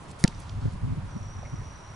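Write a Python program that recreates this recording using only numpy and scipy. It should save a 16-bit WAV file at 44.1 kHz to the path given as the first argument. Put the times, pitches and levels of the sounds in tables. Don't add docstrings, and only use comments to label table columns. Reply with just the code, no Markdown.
import sys
import numpy as np
from scipy import signal
from scipy.fft import rfft, irfft
from scipy.io import wavfile
from scipy.ndimage import uniform_filter1d

SR = 44100
rng = np.random.default_rng(int(sys.argv[2]) if len(sys.argv) > 2 else 0)


def how_loud(loudness_db):
    steps = np.asarray(loudness_db, float) / 20
    return 10 ** steps


def wrap_up_sound(samples):
    columns = np.atleast_2d(samples).T
    tamed = np.clip(columns, -1, 1)
    steps = np.round(tamed * 32767).astype(np.int16)
    wavfile.write(sys.argv[1], SR, steps)


N = 85995


def evened(x):
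    return x / np.sqrt(np.mean(x ** 2) + 1e-20)


def read(points, hz):
    f, value = np.transpose(points)
    return np.interp(np.log(hz + 1), np.log(f + 1), value)


def add(mix, s, sound):
    part = mix[..., round(s * SR):][..., :sound.shape[-1]]
    part += sound[..., :part.shape[-1]]


def drift(rate_hz, count):
    width = max(int(SR / rate_hz / 2), 1)
    smooth = uniform_filter1d(rng.standard_normal(count), width)
    return evened(uniform_filter1d(smooth, width))


def kick():
    # (time [s], level [dB], centre [Hz], width [octaves], smear [s])
    strike = [
        (.2397, -7, 5000, 1.6, .001),
        (.2488, -25, 1900, .4, .0006),
    ]
    # (time [s], level [dB], low edge [Hz], high edge [Hz], smear [s])
    clicks = [
        (.2774, -20, 1700, 6500, .0008),
        (.2794, -20, 2800, 10500, .001),
        (.1135, -33, 1200, 11000, .0005),
        (.118, -40, 4000, 11000, .0005),
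        (.325, -41, 800, 2700, .002),
        (.347, -41, 3800, 6000, .001),
        (.4015, -36, 6500, 11500, .0005),
        (.4065, -43, 8000, 11500, .0005),
        (.4945, -34, 2300, 6300, .002),
    ]
    # (time [s], level [dB], hold [s], pitch [Hz])
    thumps = [
        (.2398, -8.9, .0092, 167),
        (.2813, -25.5, .0045, 165),
    ]
    high, low = np.zeros(N), np.zeros(N)
    for s, *row in strike:
        add(high, s, crack(*row))
    for s, *row in clicks:
        add(high, s, tick(*row))
    for s, *row in thumps:
        add(low, s, thump(*row))
    release_s = 0.2445
    add(low, release_s, ball_air())
    return high * how_loud([[-1.2], [1.2]]) + low + stereo_lean()


def crack(level_db, centre_hz, octaves, smear):
    # (frequency [Hz], level [dB], 60 dB decay time [s])
    leather = [(1780, -1.5, .004), (2250, -4, .0035), (3100, -9, .002), (3800, -2, .003), (4500, 0, .003),
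               (5300, -1.5, .003), (6900, -4, .0025), (9000, -2, .0025), (10500, -3, .002)]
    ragged, rise_s = 0.13, 0.00012
    t = np.arange(400) / SR
    drive = ragged * rng.standard_normal(len(t)) * np.exp(-t / smear)
    drive[0] = 1
    ring = np.zeros(len(t))
    for k, (hz, db, t60) in enumerate(leather):
        off_centre_db = 6 * (np.log2(hz / centre_hz) / octaves) ** 2
        sign = (-1) ** (k + 1)
        ring += sign * how_loud(db - off_centre_db - 60 * t / t60) * np.sin(2 * np.pi * hz * t)
    y = np.convolve(drive, ring * (1 - np.exp(-t / rise_s)))
    return how_loud(level_db) * y / abs(y).max()


def tick(level_db, low_hz, high_hz, smear):
    ragged = 0.28
    t = np.arange(400) / SR
    drive = ragged * rng.standard_normal(len(t)) * np.exp(-t / smear)
    drive[0] = 1
    band = signal.butter(4, [low_hz, high_hz], "band", fs=SR, output="sos")
    y = signal.sosfilt(band, drive)
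    return how_loud(level_db) * y / abs(y).max()


def thump(level_db, hold, hz):
    rise_s, t60_s, lead_in_s, push_s = 0.004, 0.013, 0.0009, 0.014
    sharp_trough, push_level = 0.16, 0.29
    t = np.arange(1500) / SR
    turn = 2 * np.pi * hz * (t - lead_in_s)
    attack = np.minimum(0.4 + 0.6 * t / rise_s, 1) * np.minimum(t / lead_in_s, 1)
    decay = how_loud(-60 * np.maximum(t - hold, 0) / t60_s)
    push = push_level * np.sin(np.pi * np.minimum(t / push_s, 1))
    cycles = np.cos(turn) + sharp_trough * np.cos(2 * turn)
    return how_loud(level_db) * (push - attack * decay * cycles)


def ball_air():
    # (frequency [Hz], level [dB], 60 dB decay time [s])
    modes = [(285, -15.5, .025), (506, -28.5, 0.052), (724, -26.5, 0.037), (1378, -30, 0.042),
             (1720, -32, 0.029)]
    # (frequency [Hz], level [dB], 60 dB decay time [s])
    sing = (905, -41, .2)
    t = np.arange(9000) / SR
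    ring = sum(how_loud(db - 60 * t / t60) * np.sin(2 * np.pi * hz * t) for hz, db, t60 in modes + [sing])
    return np.minimum(t / 0.0017, 1) * ring


def stereo_lean():
    start_s, length_s, level_db, skew = 0.2432, 0.0036, -7.8, 2.3
    u = np.linspace(0, 1, round(length_s * SR))
    lean = np.zeros(N)
    add(lean, start_s, how_loud(level_db) * np.sin(np.pi * u ** skew))
    return lean * [[1], [-1]]


def scuffs():
    # (start [s], length [s], level [dB], centre [Hz], width [octaves])
    brushes = [(0, 0.08, -65, 8200, 0.59), (0.08, 0.051, -57, 4430, 1.3), (0.186, 0.081, -52.5, 7450, 1.7),
               (0.238, 0.034, -47.5, 3700, 0.61), (0.282, 0.032, -56, 3980, 0.63),
               (0.294, 0.36, -61.5, 3970, 0.7), (0.389, 0.064, -60, 5380, 2.2),
               (0.603, 0.17, -60.5, 4000, 0.64), (0.722, 0.027, -61.5, 7000, 1.8),
               (0, 0.18, -51, 264, 0.77), (0.15, 0.053, -66, 45, .5), (1.456, 0.039, -53, 565, 0.14)]
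    # (start [s], length [s], level [dB], centre [Hz], width [octaves])
    heel = [
        (1.426, .022, -45, 630, .2),
        (1.45, .025, -55, 2250, .12),
    ]
    grit_db, hiss_top_hz, size = 2.5, 11050, 16384
    f = np.fft.rfftfreq(size, 1 / SR) + 1
    out = np.zeros((2, N))
    for s, length, db, hz, octaves in brushes + heel:
        u = np.linspace(0, 1, round(length * SR))
        shared, left, right, grit = rng.standard_normal((4, size))
        raw = shared + 0.46 * np.array([left, right])
        raw = raw * how_loud(grit_db * evened(uniform_filter1d(grit, size=60)))
        band = np.exp(-0.5 * (np.log2(f / hz) / octaves) ** 2) * (f < hiss_top_hz)
        hiss = evened(irfft(rfft(raw) * band))
        shape = np.clip(np.minimum(u / 0.061, (1 - u) / 0.46), 0, 1)
        add(out, s, how_loud(db) * hiss[:, :len(u)] * shape * how_loud([[-1], [1]]))
    return out


def wind():
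    # (time [s], level [dB])
    strength = [(0.0, -46.5), (0.13, -44), (0.298, -43.5), (0.738, -35), (0.83, -38), (1.336, -41),
                (1.564, -40), (1.716, -44), (1.95, -47)]
    # (frequency [Hz], density [dB per Hz])
    rumble = [(12, -26), (20, -7.5), (91, 1), (138, -3.5), (358, -26.5), (497, -38), (560, -18.5),
              (621, -35), (700, -65), (910, -71), (1540, -120)]
    # (centre [s], level [dB], half-length [s], flutter [Hz])
    buffets = [(.52, -34, .06, 98.6), (0.582, -29, .06, 96.4), (.395, -41.5, .03, 170.6),
               (0.633, -27, 0.034, 106), (.657, -19.5, .022, 114.5), (.68, -22, .018, 113.2),
               (0.741, -35, .05, 103.7), (.842, -22, .035, 108.4), (0.876, -26, .04, 125.4),
               (0.904, -24.5, .035, 116.4), (0.926, -22.5, .03, 135.7), (.982, -28, .035, 141.6),
               (1.039, -31.5, .06, 94.8), (1.163, -29, .03, 155.2), (1.216, -31.5, .04, 105),
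               (1.262, -38, .04, 98), (1.381, -29.5, .045, 95.6), (1.459, -36.5, .04, 108),
               (1.538, -27, .028, 118.7), (1.595, -35.5, .045, 96.9), (1.689, -40.5, .04, 95.2),
               (1.912, -43, .04, 113.7)]
    wobble, snap_level, shove, left_lag_s = 0.15, 0.26, 0.32, 0.00099
    s, db = np.transpose(strength)
    likeness = [(30, 0.75), (150, 1.0), (400, 0.17)]  # (frequency [Hz], left-right likeness)
    out = air(rumble, likeness, patchy_db=-1.5) * how_loud(np.interp(np.arange(N) / SR, s, db))
    for mid, db, length, hz in buffets:
        u = np.linspace(-1, 1, round(2 * length * SR))
        pitch = hz * (1 + wobble * drift(74.6, count=6000)[:len(u)])
        turn = 2 * np.pi * (np.cumsum(pitch) / SR + rng.random())
        snap = np.clip(snap_level * how_loud((db + 24) * 0.4), 0, 0.5)
        flutter = sum(snap ** k * np.sin((k + 1) * turn) for k in range(5))
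        flutter = flutter + shove * np.sin(turn * 0.477)
        y = flutter * how_loud(db + 1.5) * np.exp(-6 * u ** 2)
        add(out[1], mid - length, y)
        add(out[0], mid - length + left_lag_s * how_loud((db + 30) * 0.5), y)
    return out


def insect():
    # (start [s], length [s], level [dB], pitch [Hz], bandwidth [Hz])
    calls = [
        (.24, 0.358, -65.5, 5900, 140),
        (1.041, 1.2, -59.5, 5764, 198),
    ]
    rise_s, pulses_per_s, throb_db = 0.13, 110, 1.2
    out = np.zeros(N)
    for s, length, db, hz, width in calls:
        t = np.arange(round(length * SR)) / SR
        rate = pulses_per_s * (1 + 0.21 * drift(60, count=N)[:len(t)])
        turns = np.cumsum(rate) / SR
        drive = rng.standard_normal(N)[:len(t)] * (0.99 + np.exp(-(turns % 1) / 0.75))
        band = signal.butter(2, [hz - width / 2, hz + width / 2], "band", fs=SR, output="sos")
        fade = np.clip(np.minimum(t, length - t) / rise_s, 0, 1)
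        shape = fade * how_loud(throb_db * drift(15, count=N)[:len(t)])
        add(out, s, how_loud(db) * shape * evened(signal.sosfilt(band, drive)))
    return out * how_loud([[-1], [1]])


def traffic_wash():
    # (frequency [Hz], density [dB per Hz])
    spectrum = [(150, -18), (250, -2), (438, -2), (482, -5.5), (991, 1.5), (1740, -8.5), (9800, -26),
                (11000, -28.5), (11500, -75), (15000, -78), (22000, -120)]
    # (frequency [Hz], left-right likeness)
    likeness = [(200, 1), (500, 0.39), (1200, 0.51), (3000, 0.2), (6000, 0.25), (11000, 0.96)]
    return how_loud(-49) * air([(20, -3), (120, -28)] + spectrum, likeness, patchy_db=1.03)


def air(spectrum, same, patchy_db):
    # (frequency [Hz], left minus right [dB])
    balance = [(60, 1), (170, -2), (490, 2), (1400, -4.5), (3990, 0), (11400, 0.0)]
    frames, hz = N // 256 + 5, np.fft.rfftfreq(1024, 1 / SR)
    a, b, c, d, p = rng.standard_normal((frames, 513, 5)).T
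    p = uniform_filter1d(p, size=10, axis=0)
    p = evened(uniform_filter1d(p, size=10, axis=1))
    like = np.clip(read(same, hz), -1, 1)[:, None]
    tilt = read(balance, hz)[:, None] / 2
    left = a + 1j * b
    right = like * left + np.sqrt(1 - like ** 2) * (c + 1j * d)
    z = np.array([left * how_loud(tilt), right * how_loud(-tilt)])
    z = z * how_loud(read(spectrum, hz)[:, None] + patchy_db * p)
    return evened(signal.istft(z, nperseg=1024, noverlap=768)[1][:, :N])


def scene():
    return kick() + scuffs() + wind() + insect() + traffic_wash()


def top_cut(x):
    return signal.sosfilt(signal.butter(12, 12010, fs=SR, output="sos"), x)


def record(dry):
    edge = signal.firwin(127, 11280, window=("kaiser", 5), fs=SR)
    mix = signal.oaconvolve(dry, edge[None], "same")
    return top_cut(mix)


dry = scene()
out = record(dry)
wrap_up_sound(out)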